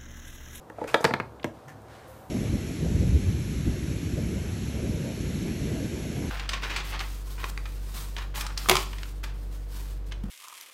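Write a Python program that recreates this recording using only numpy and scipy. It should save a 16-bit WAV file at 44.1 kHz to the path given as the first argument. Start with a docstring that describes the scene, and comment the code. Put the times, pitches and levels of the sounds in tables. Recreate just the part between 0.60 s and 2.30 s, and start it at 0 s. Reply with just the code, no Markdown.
"""A few light bumps, then a sharp plastic clack: a moulded lid lands on its tub, rocks and is pressed home.
Each contact rings the lid and the hollow tub and thumps the table, close by in a small quiet room.
The rim ticks and scrapes in tiny slips, and fingers rub and slide over the plastic.
A low room rumble lies under it all."""
import sys
import numpy as np
from scipy import signal
from scipy.fft import rfft, irfft, next_fast_len
from scipy.io import wavfile
from scipy.ndimage import map_coordinates

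SR = 44100
rng = np.random.default_rng(int(sys.argv[2]) if len(sys.argv) > 2 else 0)


def generate_wav(signal):
    """Clip the signal to [-1, 1] and save it as 16-bit WAV at the path in sys.argv[1]."""
    frames = np.transpose(np.atleast_2d(signal))
    scaled = np.clip(frames, -1, 1) * 32767
    pcm = np.round(scaled).astype(np.int16)
    wavfile.write(sys.argv[1], SR, pcm)


N = 74970

# room rumble and hiss: freq_hz, density_db
AIR_SPECTRUM = [(15, -71), (25, -22), (43, -14), (121, 1), (167, -4.5), (309, -3.5), (383, -5.5),
                (501, -2.5), (749, -6), (856, -6.5), (978, -7), (1460, -14.5), (2130, -26.5), (3630, -30),
                (15000, -37.5)]
# faint drones in the room: pitch_hz, level_db
DRONES = [(66, -59), (104, -57.5), (143, -63), (766, -62)]
# length of the room's tail: freq_hz, t60_s
TAIL_DECAY = [(100, 0.36), (300, 0.36), (700, 0.35), (2000, 0.23), (5000, 0.32), (13000, 0.19)]
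# colour of the room's tail: freq_hz, gain_db
TAIL_COLOUR = [(100, -10.5), (300, -9), (700, -8), (2000, -14), (5000, -11.5), (13000, -10)]

# strokes of fingers and rim: start_s, rise_s, fall_s, level_db, tilt_db_per_octave, resonance_hz
RUB_STROKES = [(0.137, 0.084, 0.37, -49.5, -1.5, 2240), (0.272, 0.0035, 0.21, -40.5, 0, 2540),
               (0.394, 0.032, 0.033, -51.5, 10, 5800), (0.93, 0.016, 0.98, -61, 0, 3630),
               (1.24, 0.095, 0.55, -51, -1, 4000), (1.46, 0.027, 0.47, -55, 14, 1770)]
# colour of the rubbing: freq_hz, density_db
RUB_SPECTRUM = [(150, -6), (500, 5), (1700, 2), (2700, -5), (5000, -9.5), (9000, -13), (15000, -22)]
# short drags of the rim: start_s, rise_s, length_s, level_db, resonance_hz, tilt_db_per_octave
RIM_SCRAPES = [(0.275, 0.0022, 0.028, -41.5, 2540, -0.5), (1.076, 0.012, 0.043, -47, 1730, -0.5)]
# colour of the scraping: freq_hz, density_db
SCRAPE_SPECTRUM = [(300, -10), (1500, 6), (2600, 1), (4000, -16), (6000, -3), (10000, -13), (15000, -12)]
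# small ticks of the plastic edge: start_s, level_db, centre_hz
EDGE_TICKS = [(0.406, -48, 6900), (0.411, -44.5, 6100), (0.797, -45.5, 2040), (0.83, -42, 2750),
              (1.219, -62, 10200)]
# dull nudges of hand and tub on the table: start_s, level_db, pitch_hz
TABLE_NUDGES = [(0.31, -44, 130), (0.625, -39, 115), (1.06, -44, 143), (1.485, -45, 520)]

# the lid hitting the tub: start_s, level_db, cutoff_hz (higher is harder),
# crack_db, tub_db, thump_db, snap_db (layer trims on top of level_db),
# favoured_hz, favour_db (the band that the contact point brings out, and its boost)
CONTACTS = [(0.099, -27.5, 2630, -8.5, 5, -4, -11, 1620, 5),
            (0.185, -23.5, 1200, -4, -4, -19, -43, 654, 13),
            (0.2143, -11.5, 847, -13, 3, -5.5, -53, 920, 6.8),
            (0.2413, -20.5, 1400, 0, 7.5, -27, -13.5, 570, 7.7),
            (0.343, 0.5, 3880, -5, -1.5, -9, -13, 3510, 6.4), (0.407, -19, 1080, 2, -4, -14, -38, 470, 4.5),
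            (0.429, -22, 1240, -2, -27, -29, -43, 1120, 16), (0.4431, -8, 4170, 1, -2, -1, 0, 820, 10.4),
            (0.4492, -6, 5600, 1.5, -5.5, -8.5, -8, 4460, 3.4),
            (0.4496, -13, 2400, 1, 5, 8.5, -33, 480, 10.5), (0.5083, -13.5, 2300, -7, -4, 9, -24, 1940, 5),
            (0.538, -9.5, 3140, 1.5, -6, 5, -13, 4150, 8.9), (0.6, -18, 2280, 6, -5, 10.5, -14, 2350, 9.6),
            (0.8436, -19.5, 2920, 4.5, 9, 17.5, -1, 2090, 6.3)]
# modes of the plastic lid: pitch_hz, level_db, t60_s
LID_MODES = [(660, -21, .03), (868, -13, .04), (958, -21, .03), (1120, -25, .04), (1305, -18, .035),
             (1430, -18, .028), (1690, -17, .026), (1810, -20, .026), (1925, -17, .024), (2380, -25, .022),
             (2710, -27, .024), (3620, -26, .02), (4200, -30, .018)]
# modes of the hollow tub: pitch_hz, level_db, t60_s
TUB_MODES = [(310, -25, .12), (436, -19, .07), (500, -17, .06), (555, -19, .055)]
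# modes of the table under the tub: pitch_hz, level_db, t60_s
TABLE_MODES = [(99, -34, .18), (135, -26, .1), (243, -23, .07), (335, -22, .055)]
# the plastic's dense, quickly dying upper modes: freq_hz, density_db
CRACK_SPECTRUM = [(100, -35), (400, 3), (700, -4.5), (1000, -6), (1900, 0), (3100, -11), (5000, -6),
                  (10000, -21.5), (15000, -15)]
# colour of the edge snap's noise burst: freq_hz, density_db
SNAP_SPECTRUM = [(500, 11.5), (2500, -1), (5000, 2), (10000, -2), (15000, -8)]

PLASTIC_RISE_S, TABLE_RISE_S = .0003, .0012
FRICTION_PEAK_OCTAVES = .22


def amp(db):
    """Decibels to gain."""
    return 10 ** (np.asarray(db) / 20)


def unit(x):
    """Scale to rms 1."""
    return x / np.sqrt(np.mean(x ** 2) + 1e-20)


def along(points, hz):
    """Read a (freq_hz, value) curve on a log axis."""
    freqs, values = np.transpose(points)
    return np.interp(np.log(hz + 1), np.log(freqs + 1), values)


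def bell(hz, centre_hz, octaves):
    """An EQ bell, 1 at its centre."""
    return np.exp(-(np.log2((hz + 1) / centre_hz) / octaves) ** 2)


def decay(t, t60_s):
    """Exponential decay, 60 dB in t60_s."""
    return np.exp(-np.log(1000) * t / t60_s)


def filtered(x, gain):
    """EQ a sound with a gain that depends on frequency."""
    size = next_fast_len(len(x) + 8192)
    return irfft(rfft(x, size) * gain(np.fft.rfftfreq(size, 1 / SR)), size)[:len(x)]


def noise(spectrum, size, tilt=0):
    """Coloured noise of rms 1, tilted in dB per octave."""
    white = rng.standard_normal(size)
    return unit(filtered(white, lambda hz: amp(along(spectrum, hz) + tilt * np.log2(hz + 1))))


def wobble(knots_per_s):
    """A smooth random curve."""
    return map_coordinates(rng.standard_normal(N), [np.arange(N) * knots_per_s / SR])


def add(track, start_s, sound):
    """Mix a sound into the track at start_s."""
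    start = max(round(start_s * SR), 0)
    track[start:start + len(sound)] += sound[:N - start]


def ring(modes, t, rise_s, scatter_db=1):
    """Damped modes of alternating polarity, struck a little differently every time."""
    waves = np.zeros(len(t))
    for k, (hz, db, t60_s) in enumerate(modes):
        gain = (-1) ** k * amp(db + scatter_db * rng.normal())
        waves += gain * decay(t, t60_s) * np.sin(2 * np.pi * hz * t)
    return waves * (1 - np.exp(-t / rise_s))


def chatter_envelope(t, hold_s=.0012):
    """A brief hold while the edges chatter, then a fast decay."""
    return decay(np.maximum(t - hold_s, 0), t60_s=.025)


def in_room(x, predelay_s=.0067):
    """A sound plus its own diffuse tail in the room."""
    hz, t, bands = signal.stft(rng.standard_normal(SR // 2), SR, nperseg=256)
    tail = signal.istft(bands * decay(t, along(TAIL_DECAY, hz)[:, None]), SR)[1]
    tail = np.pad(tail / np.linalg.norm(tail), (round(predelay_s * SR), 0))
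    tail = filtered(tail, lambda f: amp(along(TAIL_COLOUR, f)))
    return x + signal.fftconvolve(x, tail)[:len(x)]


def room_tone(air_db=-50, wander_per_s=9.04):
    """The bed: steady rumble and hiss with a few wavering drones."""
    drones, t = np.zeros(N), np.arange(N) / SR
    for hz, db in DRONES:
        waver = wobble(wander_per_s) + 1j * wobble(wander_per_s)  # level and phase both drift
        drones += amp(db) * unit(np.real(waver * np.exp(2j * np.pi * hz * t)))
    return amp(air_db) * noise(AIR_SPECTRUM, N) + drones


def rubs(grain_db=2, grains_per_s=2200, peak_db=2.5):
    """Skin and rim slide on the plastic: grainy friction swells and fades through one resonance."""
    track, t = np.zeros(N), np.arange(N) / SR
    for start_s, rise_s, fall_s, db, tilt, peak_hz in RUB_STROKES:
        stroke = np.minimum(t / rise_s, 1) * np.exp(-2 * np.maximum(t - rise_s, 0) / fall_s)
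        grains = noise(RUB_SPECTRUM, N, tilt) * amp(grain_db * wobble(grains_per_s))
        friction = filtered(grains, lambda hz: amp(peak_db * bell(hz, peak_hz, FRICTION_PEAK_OCTAVES)))
        add(track, start_s, amp(db) * stroke * unit(friction))
    return track


def scrapes(slips_per_s=1800, scatter_db=2, peak_db=10):
    """The rim sticks and slips at an uneven rate; each slip is a tiny gritty click."""
    track, t = np.zeros(N), np.arange(SR // 2) / SR
    for start_s, rise_s, length_s, db, peak_hz, tilt in RIM_SCRAPES:
        slipping = rng.random(len(t)) < slips_per_s / SR
        slips = slipping * amp(scatter_db * rng.standard_normal(len(t)))
        grit = unit(signal.fftconvolve(slips, decay(t, t60_s=.005))[:len(t)])
        hiss = noise(SCRAPE_SPECTRUM, len(t), tilt)
        hiss = unit(filtered(hiss, lambda hz: amp(peak_db * bell(hz, peak_hz, FRICTION_PEAK_OCTAVES))))
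        drag = np.minimum(t / rise_s, 1) * np.exp(-(t / length_s) ** 2)
        add(track, start_s, amp(db) * in_room(hiss * grit * drag))
    return track


def ticks():
    """Light catches of the edge, too small to ring the shell."""
    track, t = np.zeros(N), np.arange(SR // 2) / SR
    for start_s, db, centre_hz in EDGE_TICKS:
        band = unit(filtered(rng.standard_normal(len(t)), lambda hz: bell(hz, centre_hz, octaves=.75)))
        add(track, start_s, amp(db) * in_room(band * chatter_envelope(t)))
    return track


def nudges(t60_s=.4):
    """Hand and tub push softly on the table, each time waking one low mode with no click."""
    track, t = np.zeros(N), np.arange(SR // 2) / SR
    for start_s, db, hz in TABLE_NUDGES:
        add(track, start_s, ring([(hz, db, t60_s)], t, rise_s=.00087))
    return track


def plastic_crack(t, split_hz=3500):
    """The dense upper modes of one blow, the treble dying first."""
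    modes = noise(CRACK_SPECTRUM, len(t))
    low = filtered(modes, lambda hz: 1 / (1 + (hz / split_hz) ** 4))
    return low * chatter_envelope(t) + (modes - low) * decay(t, t60_s=.02)


def edge_snap(t, click_hz=6500):
    """The edge snaps: a bright click at the onset, with a short burst of noise dying away."""
    click = amp(10) * np.sin(2 * np.pi * click_hz * t) * decay(t, t60_s=.0005)
    return click + noise(SNAP_SPECTRUM, len(t)) * decay(t, t60_s=.016)


def lid_knocks(flex_hz=850, low_cut_hz=82):
    """Each contact flexes the lid, snaps its edge and rings lid, tub and table; soft hits are duller."""
    track, t = np.zeros(N), np.arange(SR // 2) / SR
    flex = amp(2) * np.sin(2 * np.pi * flex_hz * t) * decay(t, t60_s=.003)  # the whole lid springs back
    for start_s, db, cutoff_hz, crack_db, tub_db, thump_db, snap_db, favoured_hz, favour_db in CONTACTS:
        def boost_db(hz):
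            """The contact point brings out one narrow band."""
            return favour_db * bell(hz, favoured_hz, octaves=.13)

        def struck(modes, rise_s):
            """Ring the modes as struck at this point."""
            return ring([(hz, level + boost_db(hz), t60_s) for hz, level, t60_s in modes], t, rise_s)

        crack = amp(-7.5) * filtered(plastic_crack(t), lambda hz: amp(boost_db(hz)))
        attack = amp(crack_db) * (flex + crack)
        lid = struck(LID_MODES, PLASTIC_RISE_S)
        tub = amp(tub_db) * struck(TUB_MODES, PLASTIC_RISE_S)
        body = signal.lfilter(*signal.butter(3, cutoff_hz, fs=SR), attack + lid + tub)
        snap = amp(snap_db - 12) * edge_snap(t)
        thump = amp(thump_db) * struck(TABLE_MODES, TABLE_RISE_S)
        add(track, start_s, amp(db) * in_room(body + snap + thump))
    return signal.sosfilt(signal.butter(3, low_cut_hz, "highpass", fs=SR, output="sos"), track)


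def scene():
    """A mono mix: the lid up front, handling noises under it, room tone behind."""
    return (lid_knocks() + nudges() + ticks() + scrapes() + rubs() + room_tone())[None]


def record(dry, top_hz=15050):
    """A brick-wall high cut takes off the very top."""
    return np.array([filtered(channel, lambda hz: hz < top_hz) for channel in dry])


dry = scene()
out = record(dry)
generate_wav(out)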